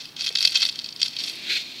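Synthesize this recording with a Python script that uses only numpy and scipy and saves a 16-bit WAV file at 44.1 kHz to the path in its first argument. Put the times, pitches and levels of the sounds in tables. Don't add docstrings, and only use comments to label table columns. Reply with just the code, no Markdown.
import sys
import numpy as np
from scipy import signal
from scipy.fft import rfft, irfft, next_fast_len
from scipy.io import wavfile
from scipy.ndimage import uniform_filter1d, minimum_filter1d

SR = 44100
rng = np.random.default_rng(int(sys.argv[2]) if len(sys.argv) > 2 else 0)


def store_pcm(level_fs):
    pcm = np.round(np.clip(level_fs, -1, 1) * 32767).astype(np.int16)
    wavfile.write(sys.argv[1], SR, np.atleast_2d(pcm).T)


N = 79380
TIME = np.arange(N) / SR

# time in seconds, relative level in dB, extra low-mids in dB,
# extra fibre hiss in dB, decay time in seconds, pitch of the buckling fold in Hz.
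SNAP_EVENTS = [(0.056, -21, -9, 3, 0.0012, 4500), (0.1658, -18.5, 2, 1, 0.0017, 3800),
               (0.2026, -20, -4, 6, 0.0027, 3610), (0.209, -12, 1, 1, 0.0009, 4530),
               (0.2506, -17, -6, -2, 0.001, 4640), (0.2639, -9.5, -3, 1, 0.0012, 4170),
               (0.2705, -9, 2, -3, 0.0009, 4350), (0.278, -11.5, 5, 3, 0.0037, 3120),
               (0.29, -11.5, -3, 2, 0.001, 4440), (0.325, -22.5, -2, -7, 0.0011, 4380),
               (0.3532, -6, -4, -1, 0.0041, 4500), (0.357, -6.5, 8, -7, 0.00057, 3930),
               (0.3721, -10, -11, -9, 0.00072, 4170), (0.374, -12, 2, -5, 0.0023, 4000),
               (0.386, -7.5, -2, -2, 0.0028, 4460), (0.4069, -8, 5.5, 6, 0.0013, 4460),
               (0.4157, -12, 4, 7, 0.002, 4400), (0.427, -5, 1.5, 5, 0.0024, 5350),
               (0.4335, -14, -2, -2, 0.0024, 4000), (0.451, -1.5, 1, -12, 0.0019, 4040),
               (0.453, 1.5, -5, 5, 0.0026, 4380), (0.4749, -2.5, -4, 5, 0.0025, 4600),
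               (0.52, -15, 7, 5, 0.006, 4300), (0.5496, -15, 17, -6, 0.005, 4500),
               (0.555, -3.5, 2, -8, 0.0037, 5330), (0.558, -4.5, 1, -6, 0.0031, 4360),
               (0.567, -10, -8, -3, 0.0018, 3400), (0.573, -6, -3, -1, 0.0018, 3540),
               (0.6045, -14.5, 2, -3, 0.0012, 4470), (0.609, -13, 2, -3, 0.0016, 4300),
               (0.6194, -5, -2, -8, 0.0033, 4130), (0.627, -8.5, 13, -4, 0.0041, 4480),
               (0.633, -10, 11, 5, 0.0031, 4430), (0.6374, -13, 14.5, -7, 0.0055, 3670),
               (0.6528, -6, 7.5, 3, 0.0018, 4040), (0.663, -12, 3, 6, 0.0036, 4750),
               (0.689, -9.5, 6, 1, 0.0035, 3440), (0.694, -12, -7, 0, 0.0026, 4530),
               (0.726, -20, -10, -1, 0.005, 4350), (0.758, -18, -13, 3, 0.0014, 4600),
               (0.7906, -12, -1, -4, 0.0016, 5100), (0.7978, -19.5, -4, -10, 0.001, 4470),
               (0.844, -15.5, -8, -4, 0.0011, 4630), (0.8614, -18.5, -21, -1, 0.0016, 4450),
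               (0.8895, -17.5, -21, -6, 0.0019, 4600), (0.9067, -28.5, -6, -5, 0.0007, 4690),
               (0.9258, -20.5, -16, -7, 0.0018, 4830), (0.9627, -19, -18, 3, 0.00049, 5060),
               (1.0053, -21, -3, 6, 0.002, 4400), (1.0172, -5, -7, -9, 0.0014, 4070),
               (1.021, -16, -9, -1, 0.0013, 4400), (1.0298, -1, -6, -7, 0.0025, 4100),
               (1.0603, -14, -7, 0, 0.0017, 4470), (1.0821, -15.5, -4, -12, 0.00073, 4160),
               (1.166, -15, 7, -8, 0.0025, 3530), (1.189, -14, -15, -10, 0.0011, 4650),
               (1.196, -14, -14.5, -5, 0.005, 4340), (1.205, -17, -7, 3, 0.0018, 4200),
               (1.2382, -19, -8, 14, 0.0018, 4510), (1.2968, -16.5, 6, 14, 0.003, 3870),
               (1.357, -32, -6, 24.5, 0.003, 4400)]

# time in seconds, level in dB.
CRUMPLE_LEVEL = [(0, -37), (.012, -34.5), (.07, -46), (.09, -46.5), (.158, -53.5), (.175, -37.5),
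                 (.21, -28.5), (.25, -30.5), (.285, -37), (.30, -40), (.34, -43), (.38, -36), (.44, -27),
                 (.49, -33.5), (.54, -30.5), (.56, -22), (.595, -29), (.63, -22.5), (.645, -36.5),
                 (.665, -27), (.71, -42), (.78, -41.5), (.85, -40), (.95, -51.5), (.99, -39),
                 (1.055, -27.5), (1.10, -41), (1.18, -37), (1.2, -31), (1.295, -30), (1.32, -39.5),
                 (1.8, -61)]
FIBRE_LEVEL = [(0, -62), (.17, -66), (.25, -47), (.33, -57.5), (.43, -44), (.5, -48.5), (.57, -46),
               (.68, -49), (.74, -61), (.99, -61), (1.05, -47.5), (1.12, -62.5), (1.24, -51), (1.3, -47),
               (1.32, -53), (1.37, -60), (1.8, -75)]
SLIDE_LEVEL = [(0, -71), (1.08, -53), (1.2, -42), (1.31, -42.5), (1.39, -38.5), (1.465, -34.5),
               (1.495, -27), (1.514, -24), (1.546, -24), (1.563, -23), (1.59, -28), (1.622, -31),
               (1.635, -37.5), (1.8, -36)]
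PRESS_GAIN = [(1.44, 0), (1.515, 6), (1.55, -7.5), (1.568, 4), (1.6, -12.5)]
RUB_LEVEL = [(0, -80), (1.1, -69), (1.25, -53.5), (1.55, -53), (1.8, -62)]

# frequency in Hz, relative level in dB.
PAPER_SPECTRUM = [(50, -38), (120, -31), (300, -37), (600, -27.5), (950, -27.5), (1900, -19), (2700, -11),
                  (3500, -5), (4500, 0), (5500, -1.5), (6400, -14), (8500, -21), (9200, -32), (10400, -16),
                  (13500, -60), (16000, -61)]
FIBRE_SPECTRUM = [(3000, -25), (6000, -4), (8300, 9), (9200, 0), (10400, 4), (13500, -3), (16000, -23)]
PUFF_SPECTRUM = [(11000, 6), (14500, -11.5), (16000, -12)]
SLIDE_SPECTRUM = [(30, -61), (100, -26), (300, -17), (600, -26), (1150, -37), (1450, -13), (2200, -3.5),
                  (2900, -6.5), (3600, 1), (4400, -1), (5200, -9.5), (6500, -16.5), (8700, -24.5),
                  (9200, -37), (10400, -26.5), (13500, -30.5), (16000, -46)]
RUB_SPECTRUM = [(60, -14.5), (170, -21), (335, -2), (450, -12), (900, -17.5), (3000, -36)]
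BUMP_SPECTRUM = [(100, -23), (300, -23), (450, -4), (650, -6), (1100, -24), (2500, -5.5), (6000, -48)]
AIR_SPECTRUM = [(20, -16), (50, -17), (80, -14), (140, -3), (260, 2), (420, -8), (1000, -10.5), (3000, -10),
                (8000, -27), (16000, -21.5)]

# centre in Hz, half-width in Hz, lift in dB.
CREASED_MODES = [(590, 20, 5.5), (1370, 32, 7.5), (1550, 39, 10), (2067, 110, 8), (2593, 102, 11),
                 (3228, 104, 10), (3590, 45, 6), (4186, 124, 2.5), (4565, 160, 7.5), (4880, 134, -6),
                 (5000, 110, 1), (6800, 150, 5)]
LOADED_MODES = [(2410, 103, 8), (2740, 41, 7), (3200, 150, 1.5), (3690, 65, 2.5), (4230, 130, 5.5)]

# frequency in Hz, level in dB.
HUM_TONES = [(100, -69), (143, -63.5)]


def paper(fibres_above_hz=8980):
    crinkles = level(CRUMPLE_LEVEL) * grains(per_s=4500, spread_db=3, clump_db=3.5, clumps_per_s=110)
    clicks, puffs = snaps()
    drive = split(dispersion(clicks) + crinkles, fibres_above_hz, "low")
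    hiss = level(FIBRE_LEVEL) * grains(per_s=30000, spread_db=7.5, clump_db=6.5, clumps_per_s=110)
    tearing = colour(split(puffs, fibres_above_hz, "high"), PUFF_SPECTRUM)
    return colour(drive, PAPER_SPECTRUM, CREASED_MODES) + colour(hiss, FIBRE_SPECTRUM) + tearing


def snaps(boost_db=12.5, fibre_db=-21, low_mids_below_hz=2200):
    low_mids, clicks, puffs = np.zeros((3, N))
    half = int(.025 * SR)
    age = np.arange(-half, half) / SR
    main_band = signal.butter(2, [3000, 5500], "band", fs=SR, output="sos")
    for time_s, db, low_db, hiss_db, decay_s, fold_hz in SNAP_EVENTS:
        gain = from_db(db + boost_db)
        click = buckling_fold(age, decay_s, fold_hz)
        click *= gain / (3 * np.linalg.norm(signal.sosfilt(main_band, click + 1e-18)))
        puff = swell(age, lead_s=.0018, decay_s=.0033) * rng.standard_normal(len(age))
        span = slice(int(time_s * SR) - half, int(time_s * SR) + half)
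        low_mids[span] += click * from_db(low_db)
        clicks[span] += click
        puffs[span] += puff / np.linalg.norm(puff) * gain * from_db(hiss_db + fibre_db)
    return split(low_mids, low_mids_below_hz, "low") + split(clicks, low_mids_below_hz, "high"), puffs


def buckling_fold(age, decay_s, fold_hz, width_hz=1000, fractures_per_s=7500, fracture_db=-2):
    envelope = from_db(fracture_db) * swell(age, lead_s=.00105, decay_s=decay_s)
    impulses = envelope * rng.standard_normal(len(age))
    impulses *= rng.random(len(age)) < fractures_per_s / SR
    impulses[len(age) // 2] = 1
    resonance = signal.iirpeak(fold_hz, fold_hz / width_hz, fs=SR)
    return impulses + signal.lfilter(*resonance, impulses + 1e-18)


def dispersion(x, centre_hz=4000, width_hz=1700):
    radius = np.exp(-np.pi * width_hz / SR)
    denominator = [1, -2 * radius * np.cos(2 * np.pi * centre_hz / SR), radius * radius]
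    return signal.lfilter(denominator[::-1], denominator, x + 1e-18)


def sliding_scales(press_below_hz=2400, lowest_hz=85):
    catches = level(SLIDE_LEVEL) * grains(per_s=20000, spread_db=2.1, clump_db=1.95, clumps_per_s=80)
    deep = level(PRESS_GAIN) * split(catches, press_below_hz, "low")
    bright = split(catches, press_below_hz, "high")
    scrape = colour(deep + bright, SLIDE_SPECTRUM, LOADED_MODES)
    rub = colour(level(RUB_LEVEL) * rng.standard_normal(N), RUB_SPECTRUM)
    return split(scrape + rub, lowest_hz, "high")


def bump(start_s=.304, db=-32, t60_s=.024):
    fall_db = 60 * np.minimum(np.abs(TIME - start_s) / t60_s, 3)
    envelope = (TIME > start_s) * from_db(db - fall_db)
    return colour(envelope * rng.standard_normal(N), BUMP_SPECTRUM)


def reflections(x, t60_s, echoes_per_s=2600):
    echoes = rng.standard_normal(N) * (rng.random(N) < echoes_per_s / SR)
    echoes *= (TIME > .001) * from_db(-60 * TIME / t60_s)
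    return signal.fftconvolve(x, echoes / np.sqrt(np.sum(echoes ** 2) + 1e-20))[:N]


def room_noise(air_db=-51):
    hum = sum(from_db(db) * np.sin(2 * np.pi * (hz * TIME + rng.random())) for hz, db in HUM_TONES)
    return from_db(air_db) * colour(rng.standard_normal(N), AIR_SPECTRUM) + hum


def grains(per_s, spread_db, clump_db, clumps_per_s):
    sizes = from_db(spread_db * np.minimum(rng.exponential(1, N), 4)) * rng.choice([-1, 1], N)
    clumps = np.interp(TIME * clumps_per_s, np.arange(N), rng.standard_normal(N))
    clicks = sizes * (rng.random(N) < per_s / SR) * from_db(clump_db * clumps)
    local_power = np.abs(uniform_filter1d(clicks ** 2, size=1500))
    return clicks / np.sqrt(local_power + 1e-9)


def colour(x, spectrum, modes=()):
    size = 2 * next_fast_len(N)
    hz = np.maximum(np.arange(size // 2 + 1) * SR / size, 1)
    points_hz, points_db = np.transpose(spectrum)
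    db = np.interp(np.log(hz), np.log(points_hz), points_db)
    for centre, width, lift in modes:
        db += lift / (1 + ((hz - centre) / width) ** 2)
    gain = from_db(db)
    gain /= np.sqrt(np.mean(gain ** 2) + 1e-20)
    cepstrum = irfft(np.log(gain))
    cepstrum[1:size // 2] *= 2
    cepstrum[size // 2 + 1:] = 0
    return irfft(rfft(x, size) * np.exp(rfft(cepstrum)))[:N]


def split(x, hz, side):
    sos = signal.butter(2, hz, side, fs=SR, output="sos")
    return signal.sosfilt(sos, signal.sosfilt(sos, x + 1e-18))


def swell(age, lead_s, decay_s):
    return np.exp(-np.minimum(np.maximum(age / decay_s, -age / lead_s), 40))


def level(rows):
    return from_db(np.interp(TIME, *np.transpose(rows)))


def from_db(db):
    return 10 ** (np.asarray(db) / 20)


def scene(near_db=-12, room_db=-18.5):
    direct = paper() + sliding_scales() + bump()
    near = from_db(near_db) * reflections(direct, t60_s=.03)
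    room = from_db(room_db) * reflections(direct, t60_s=.62)
    return (direct + near + room + room_noise())[None]


def record(dry, ceiling=.92, window_samples=89, cutoff_hz=15650):
    allowed_gain = minimum_filter1d(ceiling / np.maximum(np.abs(dry), ceiling), size=window_samples)
    limited = dry * uniform_filter1d(allowed_gain, size=window_samples)
    return signal.sosfilt(signal.ellip(10, .1, 80, cutoff_hz, fs=SR, output="sos"), limited)


dry = scene()
out = record(dry)
store_pcm(out)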